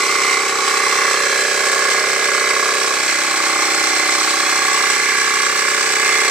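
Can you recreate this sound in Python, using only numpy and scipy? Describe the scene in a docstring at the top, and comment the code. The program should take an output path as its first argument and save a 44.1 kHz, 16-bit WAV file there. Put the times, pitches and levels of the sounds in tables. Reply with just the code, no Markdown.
"""A small electric piston compressor pumps up a tyre beside a car, about 32 turns a second.
From the start, every turn brings a knock, two puffs of hissing air, a rattle and a throb of the cylinder.
The hand-held microphone wanders around the wheel, so the parts swell and fade and the ground echo shifts.
First the ring of the metal casing grows; after about 3 s the throb gives way to a deeper boom.
Near 5 s the boom fades and the knock and casing swell; the pump runs on to the end, a touch slower."""
import sys
import numpy as np
from scipy import signal
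from scipy.fft import rfft, irfft, next_fast_len
from scipy.io import wavfile
from scipy.ndimage import uniform_filter1d, map_coordinates

SR = 44100
rng = np.random.default_rng(int(sys.argv[2]) if len(sys.argv) > 2 else 0)


def bounce(signal):
    """Save signal as a 16-bit WAV file at the path given by the first command-line argument."""
    frames = np.transpose(np.atleast_2d(signal))
    limited = np.clip(frames, -1, 1)
    pcm = np.round(limited * 32767).astype(np.int16)
    wavfile.write(sys.argv[1], SR, pcm)


N = 277830
TIME = np.arange(N) / SR
FFT_SIZE = next_fast_len(N + SR // 2)
HZ = np.maximum(np.fft.rfftfreq(FFT_SIZE, 1 / SR), 1)


# how fast the crank spins: t/s, speed/(turns per s)
CRANK_SPEED = [(0.0, 32.57), (0.5, 32.52), (1.0, 32.35), (2.0, 32.33), (3.0, 32.19), (4.0, 32.09),
               (5.0, 32.01), (5.8, 31.77), (6.3, 32.08)]
def crank(start_turn=.106):
    """The crank drives the piston. 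Counts its turns; a "place" is a point within one turn, 0 to 1."""
    return start_turn + np.cumsum(in_time(CRANK_SPEED)[0]) / SR


# the piston's knocks: place/turns, fade time/turns, level/dB
PISTON_KNOCKS = [(.11, 0.37, -4), (0.619, 0.026, -13)]
# the notes the cylinder head rings at: f/Hz, width/Hz, level/dB
HEAD_NOTES = [(1045, 130, -13.5), (1102, 85, 10.5), (1230, 14, 3)]
# the knock along the microphone's path: t/s, level/dB
KNOCK_LEVEL = [(0.0, -24), (0.39, -21), (0.57, -23.5), (0.9, -20), (1.47, -27.5), (1.83, -23.5),
               (2.19, -27), (2.43, -23.5), (2.94, -24.5), (3.06, -28), (3.33, -23.0), (3.872, -26.5),
               (4.83, -21), (4.98, -24.5), (5.88, -25.5), (6.3, -21.5)]
def knock(turns):
    """The piston knocks as it pushes against the air, and the cylinder head rings."""
    blows = contacts(turns, PISTON_KNOCKS, repeat=0.47, chatter_db=-2, jitter_ms=0.12, between=0.076)
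    return gain_curve(KNOCK_LEVEL) * evened(band(resonate(blows, HEAD_NOTES), 1037, 1430))


# the two puffs through the valves: place/turns, fade time/turns, level/dB
AIR_JETS = [(.16, 0.47, -0.49), (.71, 0.5, -0.22)]
# the hiss from low to high pitch: f/Hz, level/dB
HISS_COLOUR = [(30, -43), (80, -28), (600, -25.5), (1500, 1), (2700, 2), (3050, -3), (3350, 0),
               (3650, -2.5), (4200, 1.5), (5000, 0), (5900, 2), (6800, -4.5), (7750, 1.5), (9300, -10),
               (11300, -20.5), (14000, -19)]
# the notes of the whistle: f/Hz, width/Hz, level/dB
WHISTLE_NOTES = [(4133, 130, 26), (6140, 390, -25.5)]
# the hiss along the microphone's path: t/s, level/dB
HISS_LEVEL = [(0.0, -21.5), (0.27, -20), (0.54, -23), (0.69, -20.5), (1.86, -20.5), (1.98, -21.0),
              (3.54, -21.0), (3.84, -19.5), (5.67, -20.5), (6.3, -19)]
def hiss(turns):
    """Air tears through the valves on both strokes and whistles faintly; left and right differ."""
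    air = rng.standard_normal((2, N)) * bursts(turns, AIR_JETS, rise=0.017, between=0.45, uneven_db=1.4)
    rush, whistle = coloured(air, HISS_COLOUR), resonate(air, WHISTLE_NOTES)
    whistle_db = -22.5 + 1.1 * swing(CYLINDER_LEVEL)  # compared with the rush; swells with the boom
    shared, side = rush / rush.std() + from_db(whistle_db) * whistle / whistle.std()
    side = filtered(side, side_gain())
    return gain_curve(HISS_LEVEL) * np.array([swirled(shared + side), swirled(shared - side)])


# the jolts of the drive: place/turns, fade time/turns, level/dB
DRIVE_JOLTS = [(.26, 0.15, -10), (.71, 0.28, -10)]
# the notes the drive and its cover ring at: f/Hz, width/Hz, level/dB
DRIVE_NOTES = [(1830, 33, 6), (2049, 38, 6.5), (2115, 25, 6.5)]
COVER_NOTES = [(2286, 56, 10), (2660, 250, -7)]
# the drive's ring along the microphone's path: t/s, level/dB
RATTLE_LEVEL = [(0.0, -26.5), (0.33, -21.5), (0.54, -35), (0.84, -23), (1.47, -30.5), (1.95, -24.5),
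                (2.55, -25.5), (2.94, -37), (3.12, -25), (3.3, -29), (4.05, -23), (4.32, -29),
                (5.04, -23.5), (5.88, -30), (6.12, -22), (6.3, -24)]
def rattle(turns):
    """The drive rattles whenever push turns to pull; it rings and shakes the thin cover."""
    blows = contacts(turns, DRIVE_JOLTS, repeat=1.0, chatter_db=-1.5, jitter_ms=0.052, between=0.048)
    ring = evened(band(resonate(blows, DRIVE_NOTES), 1940, 2250))
    cover = evened(band(resonate(blows, COVER_NOTES), 2204, 2620))
    cover_db = -29 + 0.23 * swing(RATTLE_LEVEL) - 0.52 * swing(HOUSING_LEVEL)
    return gain_curve(RATTLE_LEVEL) * ring + from_db(cover_db) * cover


# the blows on the casing: place/turns, fade time/turns, level/dB
CASING_BLOWS = [(.13, 0.24, 3.5), (0.701, 0.23, -1)]
# the notes the casing rings at: f/Hz, width/Hz, level/dB
CASING_NOTES = [(1659, 58, 0.5), (1734, 56, -2), (1764, 16, -2)]
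# the casing along the microphone's path: t/s, level/dB
CASING_LEVEL = [(0.0, -42), (1.38, -23.5), (3.36, -28.5), (3.54, -34), (3.99, -27), (4.11, -34),
                (4.83, -23), (5.25, -25.0), (6.3, -26)]
def casing(turns):
    """The piston's strokes set the metal casing ringing."""
    blows = contacts(turns, CASING_BLOWS, repeat=0.6, chatter_db=-3, jitter_ms=0.072, between=.05)
    return gain_curve(CASING_LEVEL) * evened(band(resonate(blows, CASING_NOTES), 1430, 1950))


# the whine, dipping at both ends of the piston's travel: place/turns, f/Hz, level/dB
WHINE_PATH = [(0, 1772, 1), (.12, 1466, 1.5), (.21, 1142, -5), (.28, 1558, 7.5), (.36, 2170, -4),
              (.52, 1985, -2), (.68, 1230, -7), (.76, 2140, 2), (.87, 2300, -11)]
# the notes the gears ring at: f/Hz, width/Hz, level/dB
GEAR_NOTES = [(1080, 17, -5.5), (1447, 48, 10.5), (1590, 94, -4.5), (2160, 990, 0)]
def whine(turns, roughness=0.039):
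    """A rough whine of the drive swoops down and up as the load comes and goes."""
    place, hz, db = np.transpose(WHINE_PATH)
    hz, db = np.interp(turns, place, hz, period=1), np.interp(turns, place, db, period=1)
    waver = uniform_filter1d(rng.standard_normal(N), size=120)
    phase = 2 * np.pi * np.cumsum(hz * (1 + roughness * waver / waver.std())) / SR
    phase -= phase[np.searchsorted(turns, np.floor(turns))]  # the same gear teeth meet on every turn
    whine_db = -28.5 - .35 * swing(KNOCK_LEVEL)  # louder where the knock is faint
    return from_db(whine_db) * evened(resonate(from_db(db) * np.sin(phase), GEAR_NOTES))


# the two strokes of the piston: place/turns, level/dB
STROKES = [(0.198, 2.5), (0.778, -7)]
# the throb from low to high pitch: f/(average crank speed), level/dB
THROB_COLOUR = [(1, -53), (2, -30.5), (3, -33.5), (4, -28), (5, -20.5), (6, -27), (7, -25), (8, -10.5),
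                (9, -11.5), (10, 0.5), (11, -1), (12, 2.5), (13, 3.5), (14, 2.5), (15, -11), (16, -7)]
# a tiny swell in the breath of air: place/turns, fade time/turns, level/dB
BREATH_SWELL = [(.3, .3, -36)]
# the breath from low to high pitch: f/Hz, level/dB
BREATH_COLOUR = [(30, -83), (100, -24), (200, -15.5), (300, 3.5), (420, 12), (560, 3), (700, -18),
                 (1200, -49)]
def throb(turns, uneven=0.047, breath_db=-13):
    """A strong and a weak push of air pass through the pump's body each turn, over a soft breath."""
    pulses = 0
    for place, db in STROKES:
        count, age = np.divmod(turns - place + 1, 1)
        force = 1 + uneven * rng.standard_normal(256)
        pulses = pulses + from_db(db) * force[count.astype(int)] * np.exp(-(age * 400 - 2) ** 2)
    crank_hz = np.mean(np.array(CRANK_SPEED)[:, 1])
    overtones = [(multiple * crank_hz, db) for multiple, db in THROB_COLOUR]
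    tone = coloured(pulses, [(10, -65)] + overtones + [(650, -24.0), (1500, -61.5)])
    air = rng.standard_normal(N) * bursts(turns, BREATH_SWELL, rise=.05, between=.5, uneven_db=4)
    return evened(tone) + from_db(breath_db) * evened(coloured(air, BREATH_COLOUR))


# the cylinder along the microphone's path: t/s, boom level/dB, throb level/dB
CYLINDER_LEVEL = [(0.0, -39, -29.5), (1.5, -43.5, -28.5), (2.85, -41.5, -28.5), (3.15, -37.0, -39.5),
                  (3.69, -34.0, -33), (4.44, -35.5, -36.0), (4.8, -41, -32.5), (5.52, -44, -33),
                  (6.3, -40.5, -28.5)]
def cylinder(turns, hum_db=-45.5, hum_top_hz=275, boom_top_hz=368):
    """The cylinder's low hum spreads evenly; the boom and throb above it are loud in different spots."""
    boom_db, throb_db = in_time(CYLINDER_LEVEL)
    pulses = smeared(throb(turns), hz=465.7, width_hz=19.3)
    hum_range = 1 / (1 + (HZ / hum_top_hz) ** 30)
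    low_range = 1 / (1 + (HZ / boom_top_hz) ** 40)
    hum = from_db(hum_db) * evened(filtered(pulses, hum_range))
    boom = from_db(boom_db) * evened(filtered(pulses, low_range - hum_range))
    return hum + boom + from_db(throb_db) * evened(filtered(pulses, 1 - low_range))


# the blows on the housing: place/turns, fade time/turns, level/dB
HOUSING_BLOWS = [(.07, 0.14, -2), (0.239, 0.05, -5.5), (0.619, 0.34, -9)]
# the notes the housing drones at: f/Hz, width/Hz, level/dB
HOUSING_NOTES = [(553, 53, -5), (577.7, 28, 1), (685, 154, -10.5), (758, 44, -2), (847, 48, -2.5),
                 (905, 18, -9.5)]
# the drone along the microphone's path: t/s, level/dB
HOUSING_LEVEL = [(0.0, -33.5), (1.68, -29), (3.15, -32), (3.57, -29.5), (4.77, -31.0), (5.16, -36.5),
                 (5.7, -33.5), (6.3, -31.5)]
def housing(turns):
    """The hollow housing drones under the strokes."""
    blows = contacts(turns, HOUSING_BLOWS, repeat=0.25, chatter_db=1.5, jitter_ms=0.067, between=0.71)
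    drone = band(resonate(blows, HOUSING_NOTES), 508, 860)
    return gain_curve(HOUSING_LEVEL) * evened(ground_echo(drone))


# the echo off the ground: t/s, delay/ms, strength (0 to 1)
GROUND_ECHO = [(0, 1.3, 0), (.8, 0.73, 0.62), (1.2, 0.63, 0.74), (2.8, 0.55, 0.6), (3.25, 0.77, 0.45),
               (4.35, 1.15, 0.45), (4.85, 0.92, 0.52), (5.7, 0.69, 0.87), (6.3, 0.94, 0.2)]
def ground_echo(x):
    """The echo off the concrete cancels some pitches; which ones shifts as the microphone moves."""
    delay_ms, strength = in_time(GROUND_ECHO)
    return x + strength * np.interp(TIME - delay_ms / 1000, TIME, x)


def swirled(x, strength=0.34, sway_ms=.15, count=3):
    """Echoes off the car change their paths as the hand moves, so the tone drifts."""
    out = x
    for delay_ms in np.geomspace(1.2, 4.5, count):
        path_ms = delay_ms + sway_ms * np.interp(TIME, np.arange(8), rng.standard_normal(8))
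        out = out + strength * x[np.arange(N) - np.abs(path_ms * SR / 1000).astype(int)]
    return out / np.sqrt(1 + count * strength ** 2)


def scattered(x, fade_s=0.004):
    """Short echoes off car and wheel reach left and right unequally."""
    echoes = rng.standard_normal(N) * np.exp(-np.minimum(TIME / fade_s, 50))
    side = filtered(x, rfft(echoes / np.linalg.norm(echoes), FFT_SIZE) * side_gain())
    return x + side * [[1], [-1]]


# how alike left and right sound: f/Hz, likeness (0 to 1)
LIKENESS = [(30, .7), (60, 0.68), (150, 0.93), (300, 1), (700, 0.93), (1200, 0.87), (2200, 0.75),
            (4000, 0.82), (8000, 0.094), (14000, 0.066)]
def side_gain():
    """Strength at each pitch of the "side", the part added on the left and taken away on the right."""
    alike = np.clip(over_hz(LIKENESS), 0, 1)
    return np.sqrt((1 - alike) / (1 + alike))


def contacts(turns, table, repeat, chatter_db, jitter_ms, between):
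    """Each time two parts hit, there is a click and then a short spell of chatter."""
    tail = chatter(turns, repeat) * bursts(turns, table, rise=0.06, between=between, uneven_db=2.2)
    return strikes(turns, table, jitter_ms) + from_db(chatter_db) * tail / tail.std()


def strikes(turns, table, jitter_ms, uneven_db=1.0):
    """A sharp click at each listed place of the turn, never quite on time."""
    clicks = np.zeros(N)
    for place, _, db in table:
        late, force = rng.standard_normal((int(turns[-1]) + 1, 2)).T
        due = np.interp(np.arange(len(late)) + place, turns, np.arange(N), left=-SR, right=-SR)
        at = np.round(due + late * jitter_ms * SR / 1000).astype(int)
        heard = (at >= 0) & (at < N)
        clicks[at[heard]] += from_db(db + uneven_db * force[heard])
    return clicks / clicks.std()


def chatter(turns, repeat, memory=0.974, points_per_turn=1400):
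    """Fine noise of touching parts: the share `repeat` returns each turn, slowly changing."""
    noise = rng.standard_normal((int(turns[-1]) + 2, points_per_turn))
    renewal = np.sqrt(1 - memory ** 2)
    pattern, _ = signal.lfilter([renewal], [1, -memory], noise[1:], axis=0, zi=memory * noise[:1])
    again = map_coordinates(pattern.ravel(), [turns * points_per_turn], order=1)
    return np.sqrt(repeat) * again / again.std() + np.sqrt(1 - repeat) * rng.standard_normal(N)


def bursts(turns, table, rise, between, uneven_db):
    """Loudness of bursts that return each turn with uneven force, over the steady level `between`."""
    power = between ** 2
    for place, fade, db in table:
        count, age = np.divmod(turns - place + 1, 1)
        force = from_db(db + uneven_db * rng.standard_normal(256))
        power = power + (force[count.astype(int)] * (1 - np.exp(-age / rise)) * np.exp(-age / fade)) ** 2
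    return np.sqrt(power)


def flutter(depth_db=1.22, per_s=8.6):
    """The clatter grows and slackens by chance every few turns."""
    return from_db(depth_db * np.interp(TIME * per_s, np.arange(256), rng.standard_normal(256)))


def resonate(x, notes):
    """Rings a part at all its notes, every second one upside down; narrow notes ring longer."""
    out = 0
    for k, (hz, width, db) in enumerate(notes):
        r = np.exp(-np.pi * width / SR)
        gain = (-1) ** k * from_db(db) * (1 - r * r) / 2
        out = out + signal.lfilter([gain, 0, -gain], [1, -2 * r * np.cos(2 * np.pi * hz / SR), r * r], x)
    return out


def smeared(x, hz, width_hz):
    """A hollow part delays the sound near its own pitch a little, without changing its strength."""
    r = np.exp(-np.pi * width_hz / SR)
    feedback = [1, -2 * r * np.cos(2 * np.pi * hz / SR), r * r]
    return signal.lfilter(feedback[::-1], feedback, x)


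def coloured(x, colour):
    """Makes each pitch as strong as the table says, with no ringing ahead of a hit (minimum phase)."""
    cepstrum = irfft(np.log(from_db(over_hz(colour))), FFT_SIZE)
    forward_half = cepstrum[:FFT_SIZE // 2] * (np.arange(FFT_SIZE // 2) > 0)
    return filtered(x, np.exp(2 * rfft(forward_half, FFT_SIZE)))


def band(x, low_hz, high_hz):
    """Softens everything outside a range of pitches."""
    return signal.sosfilt(signal.butter(2, [low_hz, high_hz], "band", fs=SR, output="sos"), x)


def filtered(x, response):
    """Multiplies each frequency by its own gain."""
    return irfft(rfft(x, FFT_SIZE) * response, FFT_SIZE)[..., :N]


def evened(x):
    """Holds the strength, averaged over about two turns, at 1."""
    return x / np.sqrt(uniform_filter1d(x * x, SR // 16) + 1e-20)


def from_db(db):
    """Turns decibels into a gain, the number to multiply a sound by."""
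    return 10 ** (np.asarray(db) / 20)


def in_time(table):
    """Reads each column of a time table at every sample."""
    seconds, *columns = np.transpose(table)
    return [np.interp(TIME, seconds, column) for column in columns]


def gain_curve(table):
    """Reads a level table as a gain at every sample."""
    return from_db(in_time(table)[0])


def swing(table):
    """How many dB a table's first level stands above its average, at every sample."""
    level_db = in_time(table)[0]
    return level_db - level_db.mean()


def over_hz(table):
    """Reads a table at every frequency, with octaves evenly spaced."""
    hz, value = np.transpose(table)
    return np.interp(np.log(HZ), np.log(hz), value)


def scene():
    """One crank drives every part; where the microphone is sets their mix."""
    turns = crank()
    pump = cylinder(turns) + housing(turns)
    for part in (knock, whine, casing, rattle):
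        pump += part(turns) * flutter()
    return scattered(pump) + hiss(turns)


# how much later the left side hears the pump: t/s, delay/samples
LEFT_LAG = [(0, .1), (.8, 0.42), (1.7, 1.5), (3.2, 2.25), (6.3, 2.84)]
# how much louder the left side is than the right: f/Hz, level/dB
LEFT_BALANCE = [(100, -1.5), (2500, -3.5), (3600, -3.5), (4800, -3.5), (5800, -16.5), (6700, 5), (7600, 13),
                (9500, 9), (11000, 10.5), (14000, 21.5)]
def record(dry, cutoff_hz=14200):
    """The microphone has two unequal openings, the right one a bit nearer; the highest treble is cut."""
    late_left = map_coordinates(dry[0], [np.arange(N) - in_time(LEFT_LAG)[0]], order=3)
    left = from_db(over_hz(LEFT_BALANCE))
    balance = np.array([left, np.ones_like(left)]) / np.sqrt((1 + left ** 2) / 2)
    treble_cut = 1 / np.sqrt(1 + (HZ / cutoff_hz) ** 800)
    return filtered(np.array([late_left, dry[1]]), balance * treble_cut)


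dry = scene()
out = record(dry)
bounce(out)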